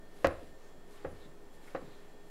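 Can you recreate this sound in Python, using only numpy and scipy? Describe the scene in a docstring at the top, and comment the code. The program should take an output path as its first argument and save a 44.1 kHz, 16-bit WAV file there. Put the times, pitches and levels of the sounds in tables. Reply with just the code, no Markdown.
"""A plastic masher goes three times through boiled potatoes in a steel pot, over a quiet appliance hum.
At 0.25 s the mash squishes and the masher knocks hard on the damped pot bottom; a dry tick follows.
At 1.05 s and 1.75 s come two softer, duller knocks, cushioned by the mash.
Just after the third the masher touches the pot again with a brief, faint, high click.
Throughout, the mash hisses, squeaks and thuds; the stove booms faintly and the small kitchen rings."""
import sys
import numpy as np
from scipy import signal
from scipy.fft import rfft, irfft
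from scipy.io import wavfile
from scipy.ndimage import uniform_filter1d

SR = 44100
rng = np.random.default_rng(int(sys.argv[2]) if len(sys.argv) > 2 else 0)


def waveform_to_disk(signal):
    """Save audio, clipped to [-1, 1], as 16-bit WAV at the path in sys.argv[1]."""
    frames = np.transpose(np.atleast_2d(signal))
    scaled = np.clip(frames, -1, 1) * 32767
    samples = np.round(scaled).astype(np.int16)
    wavfile.write(sys.argv[1], SR, samples)


N = 101429


def amp(db):
    """Decibels to gain."""
    return 10 ** (np.asarray(db) / 20)


def unit(x):
    """Scale to rms 1."""
    return x / np.sqrt(np.mean(x ** 2) + 1e-20)


def read(points, hz):
    """Interpolate a table on a log-frequency axis."""
    f, value = np.transpose(points)
    return np.interp(np.log(hz + 1), np.log(f + 1), value)


def add(mix, start_s, sound):
    """Mix a sound in at start_s."""
    part = mix[max(round(start_s * SR), 0):][:len(sound)]
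    part += sound[:len(part)]


def colour(x, gain, size=8192):
    """Minimum-phase filter with magnitude gain(f/Hz)."""
    log_gain = np.log(np.maximum(gain(abs(np.fft.fftfreq(size, 1 / SR))), 1e-5))
    response = np.exp(np.conj(signal.hilbert(log_gain)))
    taps = np.fft.ifft(response).real[:size // 2]
    return signal.fftconvolve(x, taps)[:len(x)]


def drift(rate_hz):
    """Slow random wander, rms 1."""
    lowpass = np.exp(-(np.fft.rfftfreq(N, 1 / SR) / rate_hz) ** 2)
    return unit(irfft(rfft(rng.standard_normal(N)) * lowpass, N))


def swell(centre_s, sigma_s):
    """Gaussian envelope, peak 1."""
    return np.exp(-.5 * ((np.arange(N) / SR - centre_s) / sigma_s) ** 2)


def decay(t, t60_s):
    """Exponential fall, 60 dB in t60_s."""
    return amp(-60 * t / t60_s)


def smooth_burst(envelope, smooth_bins=301):
    """Enveloped noise, flattened spectrum, unit energy."""
    spectrum = rfft(rng.standard_normal(len(envelope)) * envelope)
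    local_power = uniform_filter1d(abs(spectrum) ** 2, smooth_bins)
    burst = irfft(spectrum / np.sqrt(local_power), len(envelope))
    burst[len(burst) // 2:] = 0
    return burst


# Room air spectrum: f/Hz, level/dB
AIR_SPECTRUM = [(20, -14), (40, -9), (65, -11), (95, -18.5), (130, -14), (200, -15.5), (300, -10.5),
                (450, -13.5), (600, -15.5), (850, -19.5), (1270, -25.5), (1840, -28.5), (2330, -32),
                (3450, -35.5), (8000, -40), (15800, -45.5)]
# Appliance tones: f/Hz, rms level/dB
HUM_TONES = [(172.3, -73), (409.1, -64.5), (1809, -74), (3327, -81), (4264, -87), (7359, -82.5)]


def background(air_db=-58, throb_hz=11.51, throb_db=-49):
    """Room air, wavering appliance hum and a steady throb below hearing."""
    air = amp(air_db) * unit(colour(rng.standard_normal(N), lambda f: amp(read(AIR_SPECTRUM, f))))
    hum = np.zeros(N)
    for hz, db in HUM_TONES:
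        waver_hz = 2.41 + 0.00292 * hz
        pitch_hz = hz + waver_hz * drift(rate_hz=40.3)
        flutter = 1 + 0.31 * drift(rate_hz=12.5)
        hum += amp(db) * flutter * np.sin(2 * np.pi * np.cumsum(pitch_hz) / SR)
    throb = amp(throb_db) * np.cos(2 * np.pi * throb_hz * np.arange(N) / SR)
    return air + np.sqrt(2) * (hum + throb)


# Kitchen decay: f/Hz, t60/s
TAIL_T60 = [(100, 0.46), (500, 0.55), (1050, 0.36), (2000, 0.35), (4000, 0.48), (10000, 0.7)]
# Kitchen tail spectrum: f/Hz, level/dB
TAIL_SPECTRUM = [(80, 11), (200, -7), (400, 0.5), (600, -0.5), (1050, 2), (2000, -1.5), (4000, -1.5),
                 (10000, -12)]


def kitchen(x, gain_db=-9.5, delay_s=.012):
    """Diffuse tail, each band dying at its own rate."""
    hz, t, bands = signal.stft(rng.standard_normal(SR), SR, nperseg=256)
    tail = signal.istft(bands * decay(t, read(TAIL_T60, hz)[:, None]), SR)[1]
    tail = colour(tail / np.linalg.norm(tail), lambda f: amp(read(TAIL_SPECTRUM, f)))
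    out = np.zeros(N)
    add(out, delay_s, signal.fftconvolve(x, tail))
    return amp(gain_db) * out


# Reflections off stove back, wall and room: delay/s, level/dB
REFLECTIONS = [(.0125, -15.5), (.0255, -15.5), (.064, -17.5), (.08, -22)]


def echoes(x, corner_hz=1750):
    """Dull early reflections."""
    out = np.zeros(N)
    dull = colour(x, lambda f: 1 / (1 + (f / corner_hz) ** 2))
    for delay_s, db in REFLECTIONS:
        add(out, delay_s, amp(db) * dull)
    return out


# Stove body modes: f/Hz, level/dB, t60/s
STOVE_MODES = [(64, -32.5, 1), (66.7, -38, 0.48)]


def stove(rise_s=0.0095):
    """Each knock sets two close sheet-metal modes beating: a faint boom."""
    out, t = np.zeros(N), np.arange(SR) / SR
    modes = sum(amp(db) * decay(t, t60_s) * np.sin(2 * np.pi * hz * t) for hz, db, t60_s in STOVE_MODES)
    boom = (1 - np.exp(-t / rise_s)) * modes
    for start_s, db, *_ in BLOWS:
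        add(out, start_s, amp(db) * boom)
    return out


def tick(start_s=.2712, peak_db=-19.5, corner_hz=680):
    """One thin dry tick: a sharp edge, no ring."""
    out, t = np.zeros(N), np.arange(SR // 20) / SR
    add(out, start_s, amp(peak_db) * np.exp(-2 * np.pi * corner_hz * t))
    return out


# Squeaks and one click: centre t/s, sigma/s, f/Hz, bandwidth/Hz, level/dB
NARROW_BURSTS = [(0.319, 0.025, 9920, 450, -71.5), (.65, .04, 6100, 2520, -72.5),
                 (1.111, 0.014, 9950, 450, -73.5), (1.241, 0.019, 3800, 800, -66.5),
                 (1.683, 0.0054, 2040, 321, -58.5), (1.684, 0.0072, 1410, 400, -62),
                 (1.764, 0.0012, 3900, 600, -57), (1.93, 0.059, 3950, 900, -71.5)]


def squeaks_and_click():
    """Narrow-band noise: squeaks of squeezed air; at 1.764 s a click as the masher touches the pot again."""
    out = np.zeros(N)
    for centre_s, sigma_s, hz, width_hz, db in NARROW_BURSTS:
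        band = colour(rng.standard_normal(N), lambda f: 1 / (1 + (2 * (f - hz) / width_hz) ** 2))
        out += amp(db) * swell(centre_s, sigma_s) * unit(band)
    return out


# Mash sliding through the masher: centre t/s, sigma/s, level/dB, treble gain/dB
MASH_SLIDES = [(0.219, 0.068, -63, -2.5), (0.427, 0.061, -64.5, -6.5), (0.66, 0.058, -68.5, -10),
               (0.926, 0.034, -71, 5.5), (0.992, 0.043, -61, -28), (1.177, 0.08, -63, -12),
               (1.55, 0.016, -89.5, 22.5), (1.673, 0.045, -66.5, -1.5), (1.88, 0.2, -63.5, -14.5),
               (2.288, 0.031, -85, 15.5)]
# Wet mash spectrum: f/Hz, level/dB
MASH_SPECTRUM = [(200, -29.5), (700, -5.5), (1900, -4), (2800, -7.5), (4000, -7.5), (6000, -13),
                 (12000, -11.5), (16000, -31.5)]


def squishes(pops_per_s=22000, treble_hz=5000):
    """Tiny wet pops merge into a soft hiss that swells as the masher moves."""
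    pops = rng.standard_normal(N) * (rng.random(N) < pops_per_s / SR)
    wet = unit(colour(pops, lambda f: amp(read(MASH_SPECTRUM, f))))
    highpass = 1 / (1 + (treble_hz / (np.fft.rfftfreq(N, 1 / SR) + 1)) ** 2)
    treble = irfft(rfft(wet) * highpass, N)
    out = np.zeros(N)
    for centre_s, sigma_s, db, treble_db in MASH_SLIDES:
        shelved = wet + (amp(treble_db) - 1) * treble
        out += amp(db) * swell(centre_s, sigma_s) * shelved
    return out


# Lumps giving way: t/s, level/dB, f/Hz
LUMPS = [(.229, -41, 503), (.268, -31, 100), (0.427, -40, 291), (.78, -45, 191), (1.045, -33.5, 404),
         (1.056, -38, 141), (1.062, -37, 75), (1.117, -44.5, 222), (1.129, -41.5, 167), (1.15, -46.5, 110),
         (1.25, -48, 275), (1.256, -43, 184), (1.288, -48, 144), (1.824, -38.5, 253), (1.842, -38, 175),
         (1.874, -44.5, 143), (1.877, -43.5, 315)]


def thuds(rise_s=0.0018, t60_s=0.038):
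    """Each lump collapses under the masher with a short low tone."""
    out, t = np.zeros(N), np.arange(SR // 2) / SR
    envelope = (1 - np.exp(-t / rise_s)) * decay(t, t60_s)
    for start_s, db, hz in LUMPS:
        add(out, start_s, amp(db) * envelope * np.sin(2 * np.pi * hz * t))
    return out


# Masher on pot bottom: t/s, level/dB, cushion corner/Hz, cushion order, top corner/Hz
BLOWS = [(.2453, -13.5, 2630, 1.3, 12000), (1.0482, -27.5, 875, 1.02, 3580),
         (1.7490, -25.5, 920, 0.67, 3960)]
# Modes of the loaded pot on the stove: f/Hz, level/dB, t60/s
POT_MODES = [(100, -35, 0.2), (153.4, -26, 0.14), (195, -24.5, 0.11), (273, -15, 0.15), (344.6, -19.5, 0.2),
             (448, -17, 0.11), (533, 0.5, 0.053), (658, -8, 0.033), (795, -12.5, 0.052),
             (1042, -27.5, 0.15), (1159, -10, 0.031), (1307, -16, 0.093), (1654, -18.5, 0.061),
             (1928, -19.5, 0.13)]
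# Crack and dense short ring of pot wall, masher and stove: f/Hz, level/dB
CLATTER_SPECTRUM = [(100, -15), (400, -11), (600, -0.5), (820, -0.5), (930, -10.5), (1050, -5.5),
                    (1950, -5.5), (2200, -11.5), (2700, -11.5), (3500, -20.5), (4500, -18.5), (7000, -21),
                    (9500, -31), (15000, -32)]


def knocks(crack_db=11, clatter_db=-8, clatter_rise_s=0.00023, clatter_t60_s=0.1, low_cut_hz=65):
    """Each blow cracks, clatters and rings the pot; mash under the masher cushions the treble."""
    out, t = np.zeros(N), np.arange(SR) / SR
    ring = sum((-1) ** k * amp(db) * decay(t, t60_s) * np.sin(2 * np.pi * hz * t)
               for k, (hz, db, t60_s) in enumerate(POT_MODES))
    envelope = (1 - np.exp(-t / clatter_rise_s)) * decay(t, clatter_t60_s)
    crack = colour(signal.unit_impulse(SR), lambda f: amp(read(CLATTER_SPECTRUM, f)))
    crack /= np.linalg.norm(crack)
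    radiation = lambda f: f / np.hypot(f, low_cut_hz)  # the pot radiates little deep bass
    for start_s, db, corner_hz, order, top_hz in BLOWS:
        clatter = signal.fftconvolve(smooth_burst(envelope), crack)[:SR] * np.linalg.norm(envelope)
        body = ring + amp(crack_db) * crack + amp(clatter_db) * clatter
        cushion = lambda f: (1 + (f / corner_hz) ** 2) ** (-order / 2) / (1 + (f / top_hz) ** 2)
        add(out, start_s, amp(db) * colour(body, lambda f: cushion(f) * radiation(f)))
    return out


def scene():
    """Pot sounds with echoes and tail; stove, tick and background dry. Mono."""
    pot = knocks() + squishes() + squeaks_and_click() + thuds()
    return (pot + echoes(pot) + kitchen(pot) + stove() + tick() + background())[None]


def record(dry):
    """Band limit at 15.8 kHz."""
    lowpass = signal.firwin(701, 15800, window=("kaiser", 9), fs=SR)
    return signal.oaconvolve(dry, lowpass[None], "same")


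dry = scene()
out = record(dry)
waveform_to_disk(out)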